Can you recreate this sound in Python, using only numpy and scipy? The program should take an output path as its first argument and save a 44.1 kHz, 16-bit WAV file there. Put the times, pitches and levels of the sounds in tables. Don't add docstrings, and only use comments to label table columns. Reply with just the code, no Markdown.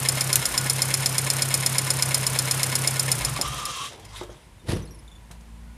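import sys
import numpy as np
from scipy import signal
from scipy.fft import rfft, irfft, next_fast_len
from scipy.io import wavfile
from scipy.ndimage import uniform_filter1d

SR = 44100
rng = np.random.default_rng(int(sys.argv[2]) if len(sys.argv) > 2 else 0)


def boost_factor(decibels):
    exponent = np.asarray(decibels, float) / 20
    return 10 ** exponent


def master_out(mix):
    frames = np.transpose(np.atleast_2d(mix))
    ceiling = np.clip(frames, -1, 1)
    pcm = np.round(ceiling * 32767).astype(np.int16)
    wavfile.write(sys.argv[1], SR, pcm)


N = 254438
TIME_S = np.arange(N) / SR

# (time [s], peak level [dB])
TAPPET_SNAPS = [(0.0865, -10), (0.2083, -11), (0.3286, -10), (0.4544, -12), (0.5768, -11), (0.6975, -10.5),
                (0.8187, -10.5), (0.9396, -11), (1.0589, -10.5), (1.1813, -11), (1.301, -10),
                (1.4205, -10.5), (1.5406, -10), (1.6615, -10.5), (1.7823, -10), (1.9031, -11),
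                (2.0232, -9.5), (2.1439, -10), (2.266, -11.5), (2.3878, -11), (2.5106, -10.5),
                (2.631, -10.5), (2.7535, -11), (2.8738, -10.5), (2.995, -12.5), (3.116, -10), (3.248, -14),
                (3.4121, -15), (3.6531, -20.5), (4.0504, -42.5)]


def valve_gear(fresh=0.35, scatter_db=1.07, gear_db=-17, loose=0.49):
    # (delay [ms], cover level [dB], rocker level [dB], block level [dB], rattle length [ms])
    bounces = [
        (0, 3, -6.5, -29, 2.6),
        (1.6, 1, 1, -13, 4.5),
        (7.5, 0, -8.5, -8, 7.6),
    ]
    # (share of cycle [0-1], cover level [dB], rocker level [dB], block level [dB], rattle length [ms])
    soft_contacts = [(.27, -6.5, -32, -28, 4.7), (.296, -4, -34, -28.5, 6.7), (.39, -19, -42, -26, 5.2),
                     (.454, -27, -25, -18, 3.9), (0.506, -8, -40, -24.5, 3.6),
                     (.547, -4.5, -21, -19.5, 7.3), (.647, -21, -30, -11.5, 4.3),
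                     (.701, -6.5, -20.5, -4, 11), (.769, -10, -13.5, -5, 11.6),
                     (.849, -33.5, -34.5, -13.5, 6.9), (.896, -16.5, -41, -15.5, 8.9)]
    # (frequency [Hz], level [dB], time to fall 60 dB [s])
    cover_modes = [(4340, -7, 0.001), (6160, 6, 0.0021), (6820, 9.5, 0.0012), (9090, 5.5, 0.0033),
                   (9270, 1, 0.012), (9960, 5.5, 0.0027), (11400, 5.5, 0.0016), (12490, 1.5, 0.0021),
                   (13493, -7, 0.002557), (15000, -13, 0.002077)]
    # (frequency [Hz], level [dB], time to fall 60 dB [s])
    rocker_modes = [(5197, 2.5, 0.026), (5680, -16.5, 0.015), (5200, 1.5, 0.0023)]
    # (frequency [Hz], level [dB], time to fall 60 dB [s])
    block_modes = [(547, -12.5, 0.03), (1014, -11, 0.036), (1760, -9.5, 0.013), (2168, -4, 0.017),
                   (2320, -4, 0.012), (2560, -3, 0.007), (3300, -2.5, 0.005), (4100, -2.5, 0.0053)]
    # (frequency [Hz], level [dB], time to fall 60 dB [s])
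    spring_modes = [(3515.3, -14, .015), (4235, -14, 0.035), (7090, -3, 0.03)]

    starts = cycle_times()
    tappet_s, peak_db = np.transpose(TAPPET_SNAPS)
    contacts = [(starts + delay_ms / 1000, *rest) for delay_ms, *rest in bounces]
    contacts += [(starts[:-1] + share * np.diff(starts), *rest) for share, *rest in soft_contacts]

    force = np.zeros((3, N))
    t = np.arange(900) / SR
    blow = 1. * (t == 0)
    for times, *part_db, rattle_ms in contacts:
        habit = rng.standard_normal(900)
        dying = np.exp(-2000 * t / rattle_ms) / np.sqrt(rattle_ms * SR / 4000)
        for at in times:
            rattle = 4 * (habit + fresh * rng.standard_normal(900)) * dying
            on_rocker = 4 * blow + 0.039 * rattle
            on_block = rattle + loose * 4 * rng.standard_normal(900) * dying
            strength_db = np.interp(at, tappet_s, peak_db) + gear_db + np.array(part_db)
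            strength = boost_factor(strength_db + scatter_db * rng.standard_normal(3))
            add(force, at, np.array([rattle, on_rocker, on_block]) * strength[:, None])

    late = np.r_[np.zeros(round(.0045 * SR)), force[1]][:N]
    cover = above(ring(force[0], cover_modes), 3222)
    rocker = ring(force[1], rocker_modes)
    block = above(ring(force[2], block_modes), 444.45)
    return cover + rocker + ring(late, spring_modes) + block


def engine_air():
    starts = cycle_times()
    cycle = np.interp(TIME_S, starts, np.arange(len(starts)))
    return crank_turning() * (intake_boom(cycle) + trembling_block() + hiss_and_whine(cycle))


def intake_boom(cycle, idle_db=-30.5, sag_db_per_s2=38, duct_db=46):
    cylinder_db = [
        -9,
        -3,
        0,
        -3,
    ]
    # (frequency [Hz], level [dB], time to fall 60 dB [s])
    box_modes = [(134.5, 0, .085)]
    # (frequency [Hz], level [dB], time to fall 60 dB [s])
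    pipe_modes = [(232, -28, .25), (66, -30, .1), (430, -29, .15), (545, -27, .08), (166, -24, .3)]
    misfire_s, misfire_half_s, misfire_loss_db = 0.498, 0.099, 21
    switch_off_s = 3.03

    firing = np.floor(4 * (cycle + .15)).astype(int)
    at = np.flatnonzero(np.diff(firing, prepend=firing[0]))
    pulses = np.zeros(N)
    pulses[at] = boost_factor(np.array(cylinder_db)[firing[at] % 4] + .8 * rng.standard_normal(len(at)))
    boom = ring(ring(pulses, box_modes), box_modes) + boost_factor(duct_db) * ring(pulses, pipe_modes)
    boom /= np.sqrt(abs(uniform_filter1d(boom ** 2, SR // 4))) + 1

    misfire = np.maximum(1 - abs(TIME_S - misfire_s) / misfire_half_s, 0)
    sag_db = sag_db_per_s2 * np.maximum(TIME_S - switch_off_s, 0) ** 2
    return boost_factor(idle_db - misfire_loss_db * misfire - sag_db + 0.27 * drift(15)) * boom


def trembling_block():
    # (time [s], level [dB], rise [s], hold [s], fall [s])
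    kicks = [
        (.52, -38.5, .15, .03, 0.1),
        (3.2, -43, .08, .07, .25),
        (3.46, -43, .15, 0.044, 0.22),
    ]
    return (boost_factor(-58) + swells(kicks)) * blown([(58.4, 9, 1), (64.0, 7.3, -3)])


def hiss_and_whine(cycle, whine_db=-50, throb_db=0.5):
    # (frequency [Hz], level per Hz [dB])
    hiss_colour = [(110, -32), (180, 0), (1370, -1.5), (2190, -3.5), (3010, -5), (5280, -9), (6030, -9),
                   (9460, -6.5), (11600, -12), (13800, -9.5), (16000, -37)]
    hiss = coloured(hiss_colour) * boost_factor(throb_db * np.cos(8 * np.pi * (cycle - .04)) + 1.2 * drift(35))
    hiss -= .35 * above(hiss, 10500)
    speed = np.clip(uniform_filter1d(np.gradient(cycle), 9000) * SR / 8.3, 0, 1)
    hiss_db = -33 + 20 * np.log10(speed + 0.0054)
    hiss -= (1 - speed) * above(hiss, 6542)
    turns = 176.5 * uniform_filter1d(cycle, 9000)
    whine = np.sin(2 * np.pi * turns + 0.45 * drift(20)) * boost_factor(whine_db + 3.6 * drift(8))
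    return boost_factor(hiss_db) * hiss + whine * boost_factor(hiss_db + 36)


def inrush(width_hz=38, side_db=-5):
    # (time [s], frequency [Hz])
    whistle_pitch = [(3.3, 1175), (3.39, 1120), (3.44, 1186), (3.68, 1193), (3.795, 1072), (3.85, 1134)]
    # (frequency [Hz], width [Hz], level [dB])
    side_tones = [(1036, 19.23, 2), (1184, 45, -2), (1203, 25, 0.5), (1316, 29, -2.5)]
    # (frequency [Hz], width [Hz], level [dB])
    rush_tones = [(1992.1, 320, -4), (2730, 51, 5.5), (3210, 130, 8), (3550, 130, -3), (3830, 130, 3.5),
                  (4764, 624, -8.5), (6000, 930, -0.5), (7710, 894, -8), (9618, 830, -5.5)]
    # (time [s], whistle level [dB], rush level [dB])
    gulps = [
        (3.286, -30.5, -32),
        (3.368, -33, -43),
        (3.462, -44, -36),
    ]
    gulp_rise_s, gulp_fall_s = 0.019, 0.021
    draw_s, draw_rise_s = 3.43, 0.02
    whistle_end_s, whistle_end_db_per_s = 3.8, 110

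    since = TIME_S - draw_s
    draw = boost_factor(20 * np.minimum(since / draw_rise_s, 0)) * crank_turning()
    ending_db = whistle_end_db_per_s * np.maximum(TIME_S - whistle_end_s, 0)
    whistle_gain = draw * boost_factor(-34.5 - 4 * since + 1.8 * drift(20) - ending_db)
    whistle_gain += swells([(s, db, gulp_rise_s, 0, gulp_fall_s) for s, db, _ in gulps])
    rush_gain = draw * boost_factor(-40 + 10 * since)
    rush_gain += swells([(s, db, gulp_rise_s, 0, gulp_fall_s) for s, _, db in gulps])

    whistle_hz, = in_time(whistle_pitch)
    phase = 2 * np.pi * np.cumsum(whistle_hz * (1 + 0.0121 * drift(23.8))) / SR
    whistle = drift(width_hz) * np.cos(phase) + drift(width_hz) * np.sin(phase)
    whistle += boost_factor(side_db) * blown(side_tones)
    broad = [(hz, 1.7 * width, level_db + 10 * np.log10(width)) for hz, width, level_db in rush_tones]
    rush = below(patchy(broad, patchy_db=2.0, rate=33), 11000)
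    return boost_factor(-2) * whistle_gain * whistle + boost_factor(1) * rush_gain * above(rush, 1200.0)


def stray_spark():
    # (time [s], peak level [dB])
    snaps = [
        (0.3566, 1),
        (0.3604, -25),
        (0.365, -13),
    ]
    return crack(snaps, 0.014, [6500, 12500], -2.5) + crack(snaps, 0.016, [1800, 4800], -10)


def run_down_blows():
    # (time [s], peak level [dB])
    relay = [
        (3.361, -24),
    ]
    # (time [s], peak level [dB])
    shudder = [
        (3.39, -26.5),
    ]
    return crack(relay, 0.035, [1900, 4200], 3.5) + crack(shudder, 0.12, [250, 900], 8.8)


def thuds():
    # (time [s], peak level [dB], lowest tone [Hz])
    blows = [
        (3.387, -33, 198),
        (4.212, -28, 360),
        (4.232, -37, 445.1),
        (4.293, -36.5, 359),
        (5.304, -41, 165.4),
    ]
    out, t = np.zeros(N), np.arange(12000) / SR
    # (times the lowest tone, level [dB], time to fall 60 dB [s])
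    overtones = [(1.0, 4, 0.076), (1.35, 4, 0.031), (1.9, -4, 0.0375), (2.5, -1, 0.02086)]
    for s, peak_db, hz in blows:
        for ratio, part_db, t60 in overtones:
            tone = np.sin(2 * np.pi * hz * ratio * t) * (1 - np.exp(-t / 0.0036))
            add(out, s, boost_factor(peak_db + part_db - 60 * t / t60) * tone)
    return out + crack([(s, peak_db) for s, peak_db, hz in blows], 0.091, [300, 1000], 6.8)


def scuff():
    # (time [s], level [dB], rise [s], hold [s], fall [s])
    strokes = [
        (3.93, -47.5, 0.087, 0.014, 0.086),
        (4.052, -56, 0.033, .003, 0.018),
        (4.11, -55.5, 0.048, 0.034, .1),
        (4.18, -42, 0.14, 0.03, 0.054),
        (4.33, -55.5, .1, .02, 0.22),
        (4.6, -68, .1, .03, .1),
    ]
    # (frequency [Hz], width [Hz], level [dB])
    rubbed = [(1060, 170, -4), (1520, 270, -7), (2090, 200, -2.5), (2670, 720, -6.5), (3250, 360, -3),
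              (3700, 450, -3.5), (4940, 400, -7), (5900, 1200, -3), (7700, 320, -9), (9600, 2300, -2.5)]
    return swells(strokes) * boost_factor(1.5 * drift(60)) * below(patchy(rubbed, patchy_db=3.5, rate=13), 10800)


def settling_block():
    # (time [s], level [dB], rise [s], hold [s], fall [s])
    settling = [
        (3.92, -48.5, 0.054, 0.041, 0.23),
    ]
    # (frequency [Hz], width [Hz], level [dB])
    body = [(330, 440, -0.98), (720, 560, -1.1)]
    return swells(settling) * blown(body)


def panel_knock():
    # (time [s], level [dB], rise [s], hold [s], fall [s])
    shakes = [
        (4.7, -29, 0.053, 0.031, 0.13),
        (4.91, -50, 0.027, 0.0046, .08),
    ]
    # (frequency [Hz], width [Hz], level [dB])
    panel = [(60.12, 20, -3), (98, 13, -1), (155, 29, 0), (292.62, 39, -8), (354, 26, -5.5), (481, 47, -6),
             (546, 33, -21)]
    # (time [s], level [dB], rise [s], hold [s], fall [s])
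    slaps = [
        (4.69, -34.5, 0.025, 0.037, 0.089),
    ]
    # (frequency [Hz], level per Hz [dB])
    slap_colour = [(350, -23), (600, 4.5), (677, -1.5), (2040, -6), (4840, -9.5), (7450, -17.5),
                   (10300, -10), (13500, -29), (15800, -45)]
    # (time [s], peak level [dB], frequency [Hz], time to fall 60 dB [s])
    booms = [
        (4.698, -21.5, 96, .25),
        (4.752, -24, 58, .2),
        (4.788, -30, 130, .15),
    ]
    knock = swells(shakes) * boost_factor(3.8 * drift(29.0)) * blown(panel)
    knock += swells(slaps) * boost_factor(2.3 * drift(59)) * coloured(slap_colour)
    t = np.arange(12000) / SR
    for s, peak_db, hz, t60 in booms:
        add(knock, s, boost_factor(peak_db - 60 * t / t60) * np.sin(2 * np.pi * hz * t) * (t < t[-1]))
    return knock


def squeaks(fall=.015, third_db=-12, trim_db=-3):
    # (time [s], peak level [dB], pitch [Hz], length [ms], octave level [dB])
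    hinge_squeaks = [(4.30, -50, 3300, 26.4, -7), (4.368, -51, 3550, 17, -16),
                     (4.595, -57.5, 3598, 45, -14), (4.75, -42, 5750, 20, -16),
                     (4.82, -47, 5900, 29, -13.5), (4.853, -52, 5140, 17, 6), (4.874, -50, 4200, 24, -8),
                     (4.908, -46.5, 5620, 36, -5), (4.945, -53, 5380, 21.35, 6),
                     (4.988, -52, 5200, 19.6, 3.5), (5.078, -47, 3550, 16.18, -8.5),
                     (5.115, -49.5, 3500, 30, -8), (5.152, -50, 3500, 25.25, -8),
                     (5.66, -59, 1454, 120, -20.5), (5.63, -68.5, 2020, 110, -20)]
    out = np.zeros(N)
    for s, peak_db, hz, length_ms, octave_db in hinge_squeaks:
        u = np.linspace(0, 1, round(length_ms * SR / 1000))
        wobble, grip = uniform_filter1d(rng.standard_normal((2, len(u))), size=60) * np.sqrt(60)
        phase = 2 * np.pi * np.cumsum(hz * (1 + fall * (.5 - u) + .014 * wobble)) / SR
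        tone = np.sin(phase) + boost_factor(octave_db) * np.sin(2 * phase)
        tone += boost_factor(third_db) * (hz < 4000) * np.sin(3 * phase)
        add(out, s, boost_factor(peak_db + trim_db + 3.0 * grip) * tone * np.sin(np.pi * u ** 0.39))
    return out


def clicks():
    # (time [s], peak level [dB])
    touches = [(3.9969, -33), (4.0487, -38), (4.2334, -29.5), (4.6862, -37), (5.3122, -28.5), (5.4087, -42)]
    return crack(touches, 0.052, [1400, 10500], -11.0)


def background():
    # (time [s], firing rate [Hz], level [dB], load [0-1])
    far_engine = [(3.92, 49, -75, 0), (4.04, 50.2, -43.5, 0.02), (4.3, 52.3, -41, 0), (4.43, 50.2, -64, .2),
                  (4.54, 48.83, -49, 0.2), (4.9, 53.3, -43, 0.16), (5.22, 53.83, -45.5, .5),
                  (5.34, 56.2, -43.5, 0.8), (5.7, 57.3, -40.5, 1), (5.77, 59, -42, 0.6)]
    idling_db = [0.5, -4.5, -27, -23]
    under_load_db = [2.5, -24, -10, -9]
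    # (frequency [Hz], level per Hz [dB])
    shop_air = [(18, -29), (30, 5.5), (70, 4), (109, 1.5), (199, -6.5), (415, -15.5), (822, -16),
                (988, -11.5), (1160, -20), (2230, -20), (5310, -28.5), (9710, -28), (16000, -40.5)]
    # (frequency [Hz], width [Hz], level [dB])
    lamp = [(9700, 200, 0)]
    hz, level_db, load = in_time(far_engine)
    phase = 2 * np.pi * np.cumsum(hz) / SR
    drone = 0
    for k, (idle_db, loaded_db) in enumerate(zip(idling_db, under_load_db)):
        harmonic_db = level_db + idle_db + load * (loaded_db - idle_db) + 1.7 * drift(19)
        drone = drone + boost_factor(harmonic_db) * np.cos((k + 1) * phase)
    return drone + boost_factor(-49.5 + 0.51 * drift(3)) * coloured(shop_air) + boost_factor(-74) * blown(lamp)


def shop(x, t60=0.56):
    t = np.arange(round(.6 * SR)) / SR
    tail = signal.lfilter([.3], [1, -.7], rng.standard_normal(len(t))) * boost_factor(-60 * t / t60) * (t > .008)
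    return signal.fftconvolve(x, tail / np.sqrt(np.sum(tail ** 2)))[:N]


def cycle_times():
    s = np.array(TAPPET_SNAPS)[:, 0]
    return np.r_[2 * s[0] - s[1], s]


def crank_turning():
    return boost_factor(-324 * np.maximum(TIME_S - 3.872, 0))


def crack(events, t60, edge_hz, trim_db):
    out, t = np.zeros(N), np.arange(3000) / SR
    for s, peak_db in events:
        splinters = rng.standard_normal(3000) * (boost_factor(-60 * t / t60) + 0.19 * boost_factor(-12 * t / t60))
        add(out, s, boost_factor(peak_db + trim_db) * (splinters + 2.143 * (t == 0)))
    return signal.sosfilt(signal.butter(2, edge_hz, "band", fs=SR, output="sos"), out)


def ring(force, modes):
    out = 0
    for k, (hz, level_db, t60) in enumerate(modes):
        r, w = boost_factor(-60 / (t60 * SR)), 2 * np.pi * hz / SR
        mode = signal.lfilter([0, np.sin(w)], [1, -2 * r * np.cos(w), r * r], force + 1e-18)
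        out = out + (-1) ** k * boost_factor(level_db) * mode
    return out


def blown(peaks):
    modes = [(hz, db + 10 * np.log10(width), np.log(1000) / np.pi / width) for hz, width, db in peaks]
    return rms_one(ring(rng.standard_normal(N), modes))


def patchy(peaks, patchy_db, rate):
    return rms_one(sum(boost_factor(level_db + patchy_db * drift(rate)) * blown([(hz, width, 0)])
                       for hz, width, level_db in peaks))


def coloured(spectrum):
    size = 2 * next_fast_len(N // 2 + 1)
    hz = np.arange(size // 2 + 1) * SR / size + 1
    points = np.array(spectrum)
    gain = boost_factor(np.interp(np.log(hz), np.log(points[:, 0]), points[:, 1]))
    return rms_one(irfft(rfft(rng.standard_normal(size)) * gain)[:N])


def drift(rate):
    r = np.exp(-80 * np.pi * rate / SR)
    slow = signal.lfilter([1], [1, -2 * r, r * r], rng.standard_normal(N // 40 + 2002))[2000:]
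    return np.interp(np.arange(N) / 40, np.arange(len(slow)), rms_one(slow))


def swells(rows):
    t = TIME_S
    return sum(boost_factor(db - 20 * np.maximum(np.maximum((s - t) / rise, (t - s - hold) / fall), 0))
               for s, db, rise, hold, fall in rows)


def in_time(rows):
    s, *columns = np.transpose(rows)
    return [np.interp(TIME_S, s, c) for c in columns]


def add(track, s, sound):
    i = round(s * SR)
    if 0 <= i < N:
        track[..., i:i + sound.shape[-1]] += sound[..., :N - i]


def rms_one(x):
    return x / np.sqrt(np.mean(x ** 2) + 1e-20)


def above(x, edge_hz):
    return signal.sosfilt(signal.butter(2, edge_hz, "high", fs=SR, output="sos"), x)


def below(x, edge_hz):
    return signal.sosfilt(signal.butter(2, edge_hz, "low", fs=SR, output="sos"), x)


def scene():
    blows = valve_gear() + stray_spark() + run_down_blows()
    blows += thuds() + scuff() + settling_block() + panel_knock() + squeaks() + clicks()
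    return (blows + boost_factor(-16.0) * shop(blows) + engine_air() + inrush() + background())[None]


def band_limit(x):
    return signal.sosfilt(signal.butter(12, 16470, fs=SR, output="sos"), x)


def record(dry):
    overload = .95
    thin = signal.sosfilt(signal.butter(3, 48, "high", fs=SR, output="sos"), dry)
    rounded = overload * np.tanh(thin / overload)
    cut = signal.sosfilt(signal.cheby2(6, 50, 17200, fs=SR, output="sos"), rounded)
    return band_limit(cut)


dry = scene()
out = record(dry)
master_out(out)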